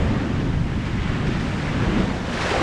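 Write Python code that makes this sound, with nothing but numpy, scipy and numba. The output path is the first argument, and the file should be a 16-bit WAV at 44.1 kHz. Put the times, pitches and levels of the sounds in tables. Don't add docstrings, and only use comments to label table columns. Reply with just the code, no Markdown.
import sys
import numpy as np
from scipy import signal
from scipy.fft import rfft, irfft
from scipy.io import wavfile
from scipy.ndimage import uniform_filter1d
from numba import njit

SR = 44100
rng = np.random.default_rng(int(sys.argv[2]) if len(sys.argv) > 2 else 0)


def int16_out(signal):
    q = np.round(np.clip(np.atleast_2d(signal).T, -1, 1) * 32767)
    wavfile.write(sys.argv[1], SR, q.astype(np.int16))


def gain_from_db(level_db):
    decades = np.asarray(level_db, float) / 20
    return 10 ** decades


N = 115542

# pitch_hz, density_db_per_hz
FOAM_COLOUR = [(500, -2), (900, -1.5), (1700, -1), (3000, -6.5), (5000, -22), (8000, -28), (11500, -60),
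               (15000, -90)]
# pitch_hz, density_db_per_hz
FIZZ_COLOUR = [(2000, -13), (3500, 0.5), (5000, -2), (8000, -11), (10000, -19.5), (12000, -27.5),
               (14000, -36), (15500, -56)]


def level(x, db=0):
    return x * gain_from_db(db) / np.sqrt(np.mean(x ** 2))


def curve(table, column):
    rows = np.array(table, float)
    return np.interp(np.arange(N) / SR, rows[:, 0], rows[:, column])


def colour_db(table, hz):
    rows = np.array(table, float)
    return np.interp(np.log(hz), np.log(rows[:, 0]), rows[:, 1])


def walk(rate_hz):
    hold = int(SR / rate_hz)
    steps = np.repeat(rng.standard_normal(N // 100 + 1), hold)[:N]
    slewed = uniform_filter1d(uniform_filter1d(steps, hold), hold)
    return (slewed - slewed.mean()) / slewed.std()


@njit
def svf(x, hz, damp, low):
    y, band, lowpass = np.empty(len(x)), 0., 0.
    for i in range(len(x)):
        g = np.tan(np.pi * hz[i] / SR)
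        v = (band + g * (x[i] - lowpass)) / (1 + g * (g + damp))
        y[i] = low * (lowpass + g * v) + (1 - low) * damp * v
        band, lowpass = 2 * v - band, lowpass + 2 * g * v
    return y


@njit
def ring(at, hz, size, cycles, glide):
    y = np.zeros(N + 8192)
    for k in range(len(at)):
        w = 2 * np.pi * hz[k] / SR
        n = min(int(5 * cycles * SR / hz[k]), 8000)
        turn = np.exp(1j * w - hz[k] / (cycles * SR))
        climb = np.exp(1j * w * glide / n)
        z = size[k] + 0j
        for i in range(n):
            y[at[k] + i] += z.imag * min(1., i * hz[k] / SR)
            z *= turn
            turn *= climb
    return y[:N]


def struck(table, cycles, glide):
    at_s, db, hz = np.array(table, float).T
    return ring((at_s * SR).astype(np.int64), hz.copy(), gain_from_db(db), cycles, glide)


def coloured(table, patchy_db, flicker_db):
    hz = np.maximum(np.fft.rfftfreq(N, 1 / SR), 1)
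    spectrum = rfft(rng.standard_normal(N)) * gain_from_db(colour_db(table, hz))
    out, slow = 0, walk(3)
    for centre_octave in np.arange(7, 14.5, .5):
        slow = .8 * slow + .6 * walk(4)
        share = np.cos(np.pi * np.clip(np.log2(hz) - centre_octave, -.5, .5)) ** 2
        out = out + irfft(spectrum * share, N) * gain_from_db(patchy_db * slow + flicker_db * walk(14))
    return level(out)


def even(x):
    even_s, even_share = 0.065, 0.74
    span = int(even_s * SR)
    power = uniform_filter1d(uniform_filter1d(x ** 2, span), span)
    return level(x / (power + 1e-12) ** (even_share / 2))


def wind():
    # start_s, level_db, eddy_hz, thump_re_level_db
    gusts = [(0.0, -24.5, 131, 2.5), (0.06, -24, 144, -1.5), (0.29, -25, 230, -7.5), (0.34, -23.5, 126, -4),
             (0.47, -23, 159, -3.5), (0.53, -25, 113, 1), (0.68, -25.5, 136, -4), (1.04, -26, 132, -1.5),
             (1.2, -25, 162, -8), (1.29, -23.5, 136, -2.5), (1.62, -27, 156, -6.5), (1.83, -22.5, 125, -4),
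             (1.98, -21, 188, -5.5), (2.15, -28, 131, -4), (2.19, -27.5, 210, -6), (2.52, -31.5, 132, -2.5),
             (2.57, -31.5, 220, -3), (2.62, -28, 156, 0)]
    thump_hz, thump_db, edge_ratio, edge_db, flutter_db = 55, 3, 1.25, -10.5, 0.9
    gust_db, eddy_hz, flat = curve(gusts, 1), curve(gusts, 2), np.ones(N)
    eddy = svf(svf(rng.standard_normal(N), eddy_hz, 0.72, 0.), flat * 330, 0.77, 0.88)
    edge = svf(svf(rng.standard_normal(N), eddy_hz * edge_ratio, 0.63, 0.), flat * 340, 0.75, 1.)
    thump = svf(svf(rng.standard_normal(N), flat * thump_hz, 3.9, 0.), flat * 110, 0.99, 0.93)
    top_hz = 340 * gain_from_db(0.66 * (gust_db + 25.5))

    def steep(x):
        return level(svf(svf(x, top_hz, 1.73, 0.96), top_hz, 0.72, 0.9))

    mix = steep(eddy) + gain_from_db(edge_db + flutter_db * walk(9)) * steep(edge)
    thump_gain = gain_from_db(curve(gusts, 3) + thump_db + flutter_db * walk(5.67))
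    return gain_from_db(gust_db) * (even(mix) + thump_gain * even(thump))


def buffets():
    # start_s, level_db, pitch_hz
    strikes = [(.035, -20, 236), (.11, -16, 258), (.24, -21, 240), (.285, -15, 280), (.34, -18, 130),
               (.42, -20, 198), (.465, -20, 293), (.495, -15.5, 83.6), (.58, -21, 119), (.695, -16.5, 115),
               (.84, -21, 140), (.945, -19, 234), (1.15, -17, 155), (1.22, -24, 242), (1.29, -16, 307),
               (1.81, -18, 107.7), (1.89, -16, 151), (1.96, -12, 243), (2.0, -14, 172), (2.07, -15, 183)]
    return struck(strikes, cycles=2.2, glide=0.046)


def gulps():
    # start_s, level_db, pitch_hz
    pockets = [(.105, -28, 760), (.25, -34, 745), (1.256, -22.5, 484), (2.324, -25, 1670),
               (2.459, -23, 590), (2.461, -22, 1700), (2.511, -16.5, 395), (2.54, -17, 770),
               (2.548, -21, 340), (2.575, -17, 484), (2.595, -14, 1100), (2.606, -14, 340),
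               (2.49, -23, 990), (2.585, -22, 260), (2.375, -23, 1500)]
    return struck(pockets, cycles=4.6, glide=0.11)


def roar():
    # pitch_hz, density_db_per_hz
    roar_colour = [(180, -23), (300, 2), (500, 2.5), (800, -3.5), (1300, -7.5), (2500, -47), (6000, -65),
                   (12000, -110)]
    return coloured(roar_colour, patchy_db=1.0, flicker_db=0.46)


def fizz():
    return coloured(FIZZ_COLOUR, patchy_db=.25, flicker_db=0.66)


def spray():
    # start_s, level_re_foam_db, centre_hz
    bursts = [(.33, -12, 6500), (.855, -4, 5000), (.95, -24, 3000), (1.085, -9, 3000), (1.27, -5.5, 4500),
              (1.33, -11, 2500), (1.40, -6, 6000), (1.819, -7, 1770), (1.989, -8.5, 2980), (2.33, -2, 6000),
              (2.375, -7, 2000), (2.41, -0.5, 5000), (2.45, -4, 1200), (2.505, -3.5, 3000), (.1, -11, 1900),
              (.2, -8.5, 2200), (0.401, -6.5, 1800), (1.02, -6.5, 2400)]
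    attack_s, decay_s = 0.0018, 0.027
    t_s, out = np.arange(N) / SR, 0
    hiss = coloured(FOAM_COLOUR, 0, 0) + gain_from_db(-10.5) * coloured(FIZZ_COLOUR, 0, 0)
    for start_s, db, hz in bursts:
        age_s = t_s - start_s
        shape = np.exp(np.where(age_s < 0, age_s / attack_s, -age_s / decay_s))
        out = out + gain_from_db(db) * shape * svf(hiss, np.full(N, 1. * hz), 2.0, 0.) * 2
    return out


def foam():
    bubbles_per_s, scatter_db, biggest_db = 5000, 3.0, 3
    bubbles_db, hiss_db = -4.5, -1.5
    when, pitch, luck = rng.random((int(bubbles_per_s * N / SR), 3)).T
    hz = 600 * 12 ** pitch
    excess_db = np.minimum(-scatter_db * np.log(1 - luck), biggest_db)
    size = gain_from_db(colour_db(FOAM_COLOUR, hz) + excess_db) * hz
    bubbles = ring((when * N).astype(np.int64), hz, size, 3.86, 0.11)
    hiss = coloured(FOAM_COLOUR, patchy_db=-0.53, flicker_db=0.9)
    return level(bubbles, bubbles_db) + gain_from_db(hiss_db) * hiss


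def surf():
    # start_s, level_db, roar_re_foam_db, fizz_re_foam_db
    wash = [(0.0, -34, 2, -15), (0.22, -35.5, 1, -15), (0.35, -35.5, -1, -15.5), (0.63, -39.5, -1.5, -11.5),
            (1.12, -33.5, -6, -16), (1.23, -34.5, -2.5, -15.5), (1.36, -31.5, -9.5, -16),
            (1.43, -34, -2.5, -12.5), (1.93, -32, -0.5, -15.5), (1.99, -31, -0.5, -15.5),
            (2.24, -37.5, 2.5, -8.5), (2.25, -34.5, 1, -10.5), (2.48, -28, -1.5, -9),
            (2.58, -27.5, 4, -10.5), (2.6, -28.5, -2.5, -10.5), (2.62, -24, 3.5, -11)]
    roaring = gain_from_db(curve(wash, 2) + 1.5) * roar()
    fizzing = gain_from_db(curve(wash, 3) + 1) * fizz()
    flutter = gain_from_db(-0.18 * walk(13.7))
    return gain_from_db(curve(wash, 1)) * (flutter * (foam() + fizzing) + spray() + roaring)


def scene():
    return (wind() + buffets() + gulps() + surf())[None]


def band_limit(x):
    return signal.sosfilt(signal.butter(12, 14880, fs=SR, output="sos"), x)


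def record(dry):
    self_noise_db, cavity_hz, cavity_db = -66.5, 1820., -13
    low_cut_hz, mic_top_hz, edge_hz = 13, 11360, 14250
    heard = dry[0] + gain_from_db(self_noise_db) * rng.standard_normal(N)
    heard = heard + gain_from_db(cavity_db) * svf(heard, np.full(N, cavity_hz), 0.34, 0.)
    heard = signal.sosfilt(signal.butter(3, mic_top_hz, fs=SR, output="sos"), heard)
    heard = signal.sosfilt(signal.butter(1, low_cut_hz, "high", fs=SR, output="sos"), heard)
    heard = signal.sosfilt(signal.ellip(8, .5, 14, edge_hz, fs=SR, output="sos"), heard)
    return band_limit(np.tanh(heard[None]))


dry = scene()
out = record(dry)
int16_out(out)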